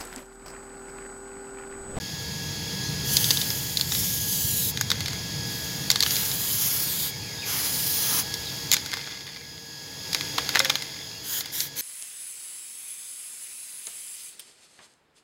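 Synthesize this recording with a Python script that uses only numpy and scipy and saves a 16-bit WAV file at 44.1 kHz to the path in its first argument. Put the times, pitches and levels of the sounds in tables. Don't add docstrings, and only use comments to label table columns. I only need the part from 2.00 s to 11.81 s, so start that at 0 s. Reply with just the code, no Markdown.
import sys
import numpy as np
from scipy import signal
from scipy.fft import rfft, irfft, next_fast_len
from scipy.io import wavfile
from scipy.ndimage import map_coordinates

SR = 44100
rng = np.random.default_rng(int(sys.argv[2]) if len(sys.argv) > 2 else 0)


def pcm_store(signal):
    levels = np.round(np.clip(np.atleast_2d(signal), -1, 1) * 32767)
    wavfile.write(sys.argv[1], SR, levels.astype(np.int16).T)


N = 432621
TIME = np.arange(N) / SR
LOW_TOP_HZ, TREBLE_HZ = 2600, 8500


def from_db(db):
    return 10 ** (np.asarray(db) / 20)


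def rms_one(x):
    return x / np.sqrt(np.mean(x ** 2) + 1e-20)


def in_time(rows):
    s, *columns = np.transpose(rows)
    return [np.interp(TIME, s, c) for c in columns]


def drift(rate):
    coarse = TIME[::32]
    wobble = map_coordinates(rng.standard_normal(4096), [coarse * rate], order=2, mode="wrap")
    return np.interp(TIME, coarse, wobble)


def noise(colour, band):
    size = next_fast_len(N)
    hz = np.fft.rfftfreq(size, 1 / SR)
    points, level_db = np.transpose(colour)
    gain = from_db(np.interp(np.log(hz + 1), np.log(points), level_db))
    gain *= np.minimum(hz / points[0], 1) ** 2
    gain /= np.sqrt(np.mean(gain ** 2 * ((hz > band[0]) & (hz < band[1]))))
    return irfft(rfft(rng.standard_normal(size)) * gain, size)[:N]


def split(x, hz):
    filters = [signal.butter(2, hz, kind, fs=SR, output="sos") for kind in ("low", "high")]
    return [signal.sosfilt(np.tile(sos, (2, 1)), x) for sos in filters]


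def scattered(x, echo_db, t60):
    t = TIME[:SR // 2]
    echoes = rng.standard_normal(len(t)) * 1000 ** (-t / t60)
    return x + from_db(echo_db) * signal.fftconvolve(x, echoes / np.linalg.norm(echoes))[:N]


# frequency in Hz, relative level in dB.
RUMBLE_COLOUR = [(20, -23), (45, -20), (75, -4.5), (110, -1.5), (140, 0), (190, -3.5), (260, -18),
                 (450, -22.5), (900, -89)]
AIR_COLOUR = [(120, -12), (280, 10.5), (450, 4.5), (620, 0.5), (800, 4.5), (1200, -2.5), (2100, 1),
              (2900, 1.5), (4200, 7), (6000, 3.5), (7000, 4), (8200, -9.5), (10200, -3), (16000, -7.5)]
# time in seconds, relative level in dB.
RUMBLE_LEVEL = [(0.03, -40), (0.49, -37.5), (1.01, -35), (1.8, -37), (2.34, -36), (5.1, -43), (6.7, -44.5),
                (7.19, -54), (7.81, -53), (8.17, -45.5), (9.8, -57.5)]
AIR_LEVEL = [(0.03, -47.5), (1.28, -42.5), (1.77, -47), (2.6, -48), (2.9, -46.5), (4.0, -44), (4.6, -47.5),
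             (5.31, -48), (5.66, -45), (6.72, -46), (7.32, -55), (7.62, -54.5), (7.97, -50.5),
             (8.14, -45.5), (8.6, -44.5), (8.87, -50), (9.8, -54)]
def yard(rumble_trim_db=1.0, air_trim_db=-2.43, lump_db=1.0):
    (rumble_db,), (air_db,) = in_time(RUMBLE_LEVEL), in_time(AIR_LEVEL)
    rumble, air = noise(RUMBLE_COLOUR, (50, 250)), noise(AIR_COLOUR, (300, 900))
    rumble *= from_db(rumble_db + rumble_trim_db + lump_db * drift(13))
    return rumble + scattered(air, echo_db=-9, t60=.06) * from_db(air_db + air_trim_db)


# start and length in seconds, first and last pitch in Hz, relative level in dB.
CHIRPS = [(0.793, 0.13, 4050, 4330, -35), (0.823, 0.061, 6150, 6160, -38),
          (5.064, 0.097, 2340, 2120, -41.5), (5.178, 0.14, 2480, 2400, -45),
          (5.265, 0.063, 2300, 1850, -42), (5.373, 0.044, 3470, 3750, -37),
          (5.411, .039, 3000, 1880, -33.5), (6.414, 0.11, 4400, 3050, -36), (7.357, 0.1, 2440, 1980, -47),
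          (8.985, 0.076, 3650, 3170, -39), (9.094, 0.1, 2670, 2730, -44)]
def birds(bird_db=-4.5, quaver=.026, arch=0.017):
    out, unsteady = np.zeros(N), 1 + quaver * drift(250)
    for start, length, first, last, level_db in CHIRPS:
        span = (TIME >= start) & (TIME < start + length)
        along = (TIME[span] - start) / length
        swell = np.sin(np.pi * along)
        hz = (first + (last - first) * along) * (1 + arch * swell) * unsteady[span]
        out[span] += from_db(level_db + bird_db) * swell * np.sin(2 * np.pi * np.cumsum(hz) / SR)
    return scattered(out, echo_db=3.0, t60=.22)


# time in seconds, turns per second.
SHAFT_SPEED = [(7.5, 46.26), (8.1, 46.2), (8.6, 46.25), (9.2, 46.4), (9.81, 46.45)]
# multiple of the speed, multiple of pull_hz added to it, relative level in dB.
WHINE_TONES = [(3, 0, -50), (10, 0, -54), (20, 0, -60), (36, 0, -47.5), (71, 0, -53.5), (72, 0, -50.5),
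               (72, -1, -58), (72, 1, -58), (97, 0, -47.8), (107, 0, -51), (108, 0, -47), (108, -1, -53),
               (109, 0, -52.5), (115, 0, -57), (143, 0, -57), (144, 0, -48.5), (144, -1, -54)]
# time in seconds, relative level in dB.
LOW_SWELL = [(0.05, -49.5), (1.13, -46), (1.54, -51), (2.76, -51.5), (3.63, -48), (4.88, -53.5),
             (6.32, -48), (7.38, -57), (7.9, -55.5), (8.44, -47.5), (9.06, -57.5), (9.8, -55.5)]
MID_SWELL = [(4.0, -0.5), (5.3, 2), (6.7, 1), (8.1, 1)]
def motor(motor_db=4.0, low_tones_db=-3.5, pull_hz=100, air_mean_db=-46, follows_air=0.87):
    turns = np.cumsum(in_time(SHAFT_SPEED)[0] * (1 + .0003 * drift(5))) / SR
    (low_db,), (mid_db,), (air_db,) = in_time(LOW_SWELL), in_time(MID_SWELL), in_time(AIR_LEVEL)
    low_gain = from_db(low_db - low_db.mean() + motor_db + low_tones_db)
    high_gain = from_db(follows_air * (air_db - air_mean_db) + motor_db)
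    out = 0
    for multiple, pull, level_db in WHINE_TONES:
        cycles = multiple * turns + pull * pull_hz * TIME + rng.random() + .05 * drift(14)
        gain = low_gain if multiple < 50 else high_gain
        if 107 <= multiple <= 109:
            gain = gain * from_db(mid_db)
        waver = 1 + .22 * drift(12)
        out = out + gain * from_db(level_db) * waver * np.sin(2 * np.pi * cycles)
    return out


# start in seconds, length in seconds, level in dB.
SCUFFS = [(6.9, 0.31, -52), (8.335, 0.44, -42.5)]
# frequency in Hz, relative level in dB.
SCUFF_COLOUR = [(350, -3), (560, 1), (1050, -6), (1900, 0), (3500, -1.5), (8000, -20)]
def scuffs(grit_db=10.5, catch_rate=110):
    strokes = sum(from_db(level_db) * np.sin(np.pi * np.clip((TIME - start) / length, 0, 1))
                  for start, length, level_db in SCUFFS)
    return strokes * rms_one(noise(SCUFF_COLOUR, (0, SR)) * from_db(grit_db * drift(catch_rate)))


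# pitch in Hz, relative level in dB, seconds to fade by 60 dB.
CAN_NOTES = [(528, -23.5, 0.18), (812, -5.5, 0.018), (1150, 0.5, 0.016), (1520, 1.5, 0.021),
             (1777, 1.5, 0.022), (2080, 7.5, 0.023), (2400, 1.5, 0.018), (3400, 15, 0.0054),
             (3560, 11, 0.011), (4540, 23, 0.0042), (5430, 18, 0.0055), (6540, 11.5, 0.014),
             (7300, 5, 0.015), (10420, -1, 0.01), (11430, -3, 0.012), (12000, -1, 0.0081),
             (14100, -2, 0.0081)]
# frequency in Hz, relative level in dB.
CRACK_COLOUR = [(200, -15), (700, -7), (1700, 2.5), (2850, 3), (3600, 12.5), (4700, 9), (6800, 2.5),
                (8500, -3), (10800, -9.5), (15800, -4)]
# start in seconds, level of the middle part in dB,
# level of the low part against it in dB, ping of the struck spot in Hz.
KNOCKS = [(1.1683, -12.5, -29, 4780), (1.2426, -19, -23, 3600), (1.306, -14.5, -15.5, 4900),
          (1.3104, -17, -15, 6200), (1.3717, -21, -25, 3680), (1.4145, -22, -28, 3650),
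          (1.5029, -23.5, -12.5, 5300), (1.7715, -17.5, -26, 4070), (1.796, -29, -9, 6740),
          (1.8108, -17.5, -21.5, 4270), (1.92, -22.5, -12, 3700), (1.949, -24.5, -12, 3820),
          (2.7733, -25, -6, 3580), (2.8107, -20, -5, 6740), (2.9026, -19, -11.5, 3700),
          (2.9155, -18, -5, 3760), (3.0052, -26, -6.5, 4400), (3.0586, -26, -7.5, 3630),
          (3.081, -28, -4.5, 4600), (3.1314, -31, -9, 4200), (3.902, -12, -10.5, 4610),
          (3.914, -17, -22, 5630), (3.9578, -18.5, -9.5, 3670), (4.005, -15, -19.5, 4540),
          (4.0254, -16.5, -15, 4200), (4.033, -18, -13, 4400), (4.0625, -22, -5, 3100),
          (4.1075, -22, -14.5, 4760), (4.1561, -27, -14, 4400), (4.1655, -22.5, -12, 4940),
          (4.3145, -26, -18.5, 3900), (6.34, -24.5, -18, 5570), (6.7156, -14.5, -12.5, 6900),
          (6.726, -18.5, -10, 5230), (6.7308, -19.5, -17, 7300), (6.7355, -16, -11, 6760),
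          (6.741, -17.5, -7, 7000), (6.7663, -23, -6, 4070), (6.8603, -30, -8.5, 4440),
          (6.9162, -32, -3.5, 4860), (6.932, -33, 4.5, 5040), (6.9378, -27, 1.5, 5270),
          (6.97, -34, 0.5, 5000), (6.9918, -40.5, 3, 3400), (7.0731, -38, 2, 3500), (7.2667, -40, -4, 3400),
          (8.1303, -23.5, -12.5, 4500), (8.1464, -19, -5, 4500), (8.2092, -27.5, -4, 4350),
          (8.3805, -24, -1, 4200), (8.3835, -25.5, 6, 4100), (8.4908, -22, -6.5, 4700),
          (8.55, -24, -1, 4330), (8.556, -19, 4.5, 4070), (8.5706, -26, 6.5, 4000),
          (8.5925, -15, -30, 5240), (8.6017, -24, 8.5, 3470), (8.6471, -22, -5, 5490),
          (8.6544, -26, 3.5, 3400), (8.6968, -20, -5, 3900), (8.7002, -17, -3, 3130),
          (8.7549, -22, -3.5, 4130), (8.822, -28.5, -4.5, 5030), (9.407, -28, -8.5, 4300),
          (9.4578, -31, -10, 4800), (9.604, -21.5, -17.5, 4560)]
def ball_knocks(knocks, crack_db=-1.5, crack_t60=0.014, tail_db=-15.5, tail_t60=0.11,
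                scatter_db=6.5, contact_s=0.00061, usual_ping_hz=4390, ping_t60=0.011):
    t = np.arange(SR // 12) / SR
    hz, note_db, t60 = np.transpose(CAN_NOTES)
    note_band = np.digitize(hz, [LOW_TOP_HZ, TREBLE_HZ])
    low, rest = split(noise(CRACK_COLOUR, (0, SR)), LOW_TOP_HZ)
    cracks = [low, *split(rest, TREBLE_HZ)]
    fade = 1000 ** (-t / crack_t60) + from_db(tail_db) * 1000 ** (-t / tail_t60)
    attack = 1 - np.exp(-(t / contact_s) ** 2)
    out = np.zeros(N + len(t))
    for start, level_db, low_db, ping_hz in knocks:
        strength, phase, detune = rng.standard_normal((3, len(hz), 1))
        swing = np.sin(2 * np.pi * (hz[:, None] * (1 + 0.012 * detune) * t + phase))
        rings = from_db(note_db[:, None] + scatter_db * strength) * swing * 1000 ** (-t / t60[:, None])
        at, pick = round(start * SR), rng.integers(N - len(t))
        ping = rms_one(np.sin(2 * np.pi * ping_hz * t) * 1000 ** (-t / ping_t60))
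        treble_db = -9.5 + 8 * np.log2(ping_hz / usual_ping_hz)
        for band, share_db in enumerate((low_db, 0, treble_db)):
            crack = from_db(crack_db) * rms_one(cracks[band][pick:pick + len(t)] * fade)
            part = rms_one(rings[note_band == band].sum(0)) + crack + ping * (band == 1)
            part = rms_one(part * attack) * np.sqrt(.005 / t[-1])
            out[at:at + len(t)] += from_db(level_db + share_db) * part
    return out[:N]


def ball_rolling(knocks, roll_db=-49.0, ticks_per_s=900, settle_s=.08, spread_db=5.0, roll_hz=2440):
    kicks = np.zeros(N)
    for start, _, low_db, _ in knocks:
        kicks[round(start * SR)] = min(from_db(low_db), 1)
    motion = np.minimum(signal.lfilter([1], [1, -np.exp(-1 / (settle_s * SR))], kicks + 1e-18), 1)
    sizes = from_db(roll_db + spread_db * np.clip(rng.standard_normal(N), -2, 2))
    ticks = sizes * (rng.random(N) < ticks_per_s * motion / SR)
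    at, out = np.flatnonzero(ticks), np.zeros(N)
    for hz, note_db, t60 in CAN_NOTES:
        if hz < TREBLE_HZ:
            decay, angle = from_db(-60 / (t60 * SR)), 2 * np.pi * hz / SR
            gain = from_db(note_db - 9.5 * abs(np.log2(hz / roll_hz))) / 2
            blows = np.full(N, 1e-18)
            blows[at] = ticks[at] * rng.standard_normal(len(at)) * gain
            out += signal.lfilter([0, np.sin(angle)], [1, -2 * decay * np.cos(angle), decay ** 2], blows)
    return out


# start, let-go time, rise and fall in seconds, opening in dB.
PRESSES = [(1.034, 1.886, 0.098, 0.14, -0.5), (1.86, 2.69, 0.035, 0.033, -1),
           (3.42, 3.652, .09, 0.65, -15.5), (4.01, 5.071, 0.1, 0.05, -1.5),
           (5.441, 6.197, 0.061, 0.041, -0.5), (6.2, 6.617, .04, .19, -23), (9.22, 9.383, 0.12, 0.052, -5),
           (9.512, 9.61, 0.039, 0.087, -6), (9.752, 9.81, 0.045, .04, -3)]
def valve():
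    flow = np.zeros(N)
    for start, end, rise_s, fall_s, opening_db in PRESSES:
        gate = np.clip(np.minimum((TIME - start) / rise_s, 1 - (TIME - end) / fall_s), 0, 1)
        flow = np.maximum(flow, from_db(opening_db) * gate)
    return flow


# time in seconds, delay in ms, strength from 0 to 1.
MAIN_ECHO = [(1.03, .683, .6), (1.27, .628, .55), (1.45, .645, .15), (1.76, .59, .12), (1.92, .552, .3),
             (2.15, .592, .15), (2.28, .617, .48), (2.45, .665, .43), (2.6, .745, .42), (2.71, .8, .45),
             (4.05, 1.55, .35), (4.42, 1.2, .3), (4.52, .18, .25), (4.78, .175, .3), (4.97, .27, .42),
             (5.45, .165, .3), (5.8, .215, .35), (6.2, .185, .42), (9.2, .635, .45), (9.53, .55, .62),
             (9.81, .48, .4)]
# delay in ms, strength from 0 to 1.
NEAR_ECHOES = [(.11, .1), (.36, .17), (.95, .17), (1.3, .17)]
def with_reflections(jet, wander_ms=.07):
    lag_ms, bounce = in_time(MAIN_ECHO)
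    paths = [(lag_ms, bounce), (2 * lag_ms, bounce ** 2 / 2)]
    paths += [(ms + wander_ms * drift(3), strength) for ms, strength in NEAR_ECHOES]
    echoes = sum(strength * map_coordinates(jet, [(TIME - ms / 1000) * SR], order=3)
                 for ms, strength in paths)
    return (jet + echoes) / np.sqrt(1 + bounce ** 2)


# frequency in Hz, relative level in dB.
JET_COLOUR = [(200, -14), (600, -19.5), (1300, -8), (2400, -6.5), (3400, -2), (5200, -2.5), (7000, 1.5),
              (8200, -7.5), (10300, -1), (11800, 1.5), (13600, 0.5), (15100, -0.5), (16200, -3)]
# time in seconds, gain below the treble in dB,
# extra gain for the low rush of the jet on the model in dB.
AIM = [(1.15, 1, -7), (1.7, 2.5, -11), (2.4, 0.5, -25), (2.7, -1, -33), (4.15, 0.5, 1.5), (4.6, -3, -2.5),
       (5.0, -0.5, 0), (5.55, 0.5, 8.5), (5.9, 0, -9), (6.15, -0.5, 6), (9.35, 1, 0), (9.8, 0, -0.5)]
# time in seconds, relative hiss level in dB.
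FIRST_PASS = [(1.13, -27), (1.254, -28), (1.402, -32.5), (1.862, -38.5), (1.946, -27.5), (2.252, -31),
              (2.3, -28), (2.68, -26.5)]
SECOND_PASS = [(4.14, -27.5), (4.382, -30), (4.64, -24), (4.986, -29.5), (5.07, -28.5)]
THIRD_PASS = [(5.5, -31), (5.674, -29.5), (5.696, -30.5), (5.95, -27.5), (6.19, -26)]
def spray(flutter_db=0.82, flutter_rate=70):
    sway_db, = in_time(np.vstack([FIRST_PASS, SECOND_PASS, THIRD_PASS]))
    lower_db, rush_db = in_time(AIM)
    rest, treble = split(noise(JET_COLOUR, (9500, 15800)), TREBLE_HZ)
    rush, middle = split(rest, LOW_TOP_HZ)
    jet = (rush * from_db(rush_db) + middle) * from_db(lower_db) + treble
    return jet * valve() * from_db(sway_db + flutter_db * drift(flutter_rate))


def scene():
    mix = with_reflections(spray()) + motor() + yard() + birds()
    mix = mix + ball_knocks(KNOCKS) + ball_rolling(KNOCKS) + scuffs()
    return np.tile(mix, (2, 1))


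def record(dry):
    treble_cut = signal.ellip(12, .1, 70, 15800, fs=SR, output="sos")
    return signal.sosfilt(treble_cut, np.clip(dry, -.85, .85))


dry = scene()
out = record(dry)
pcm_store(out)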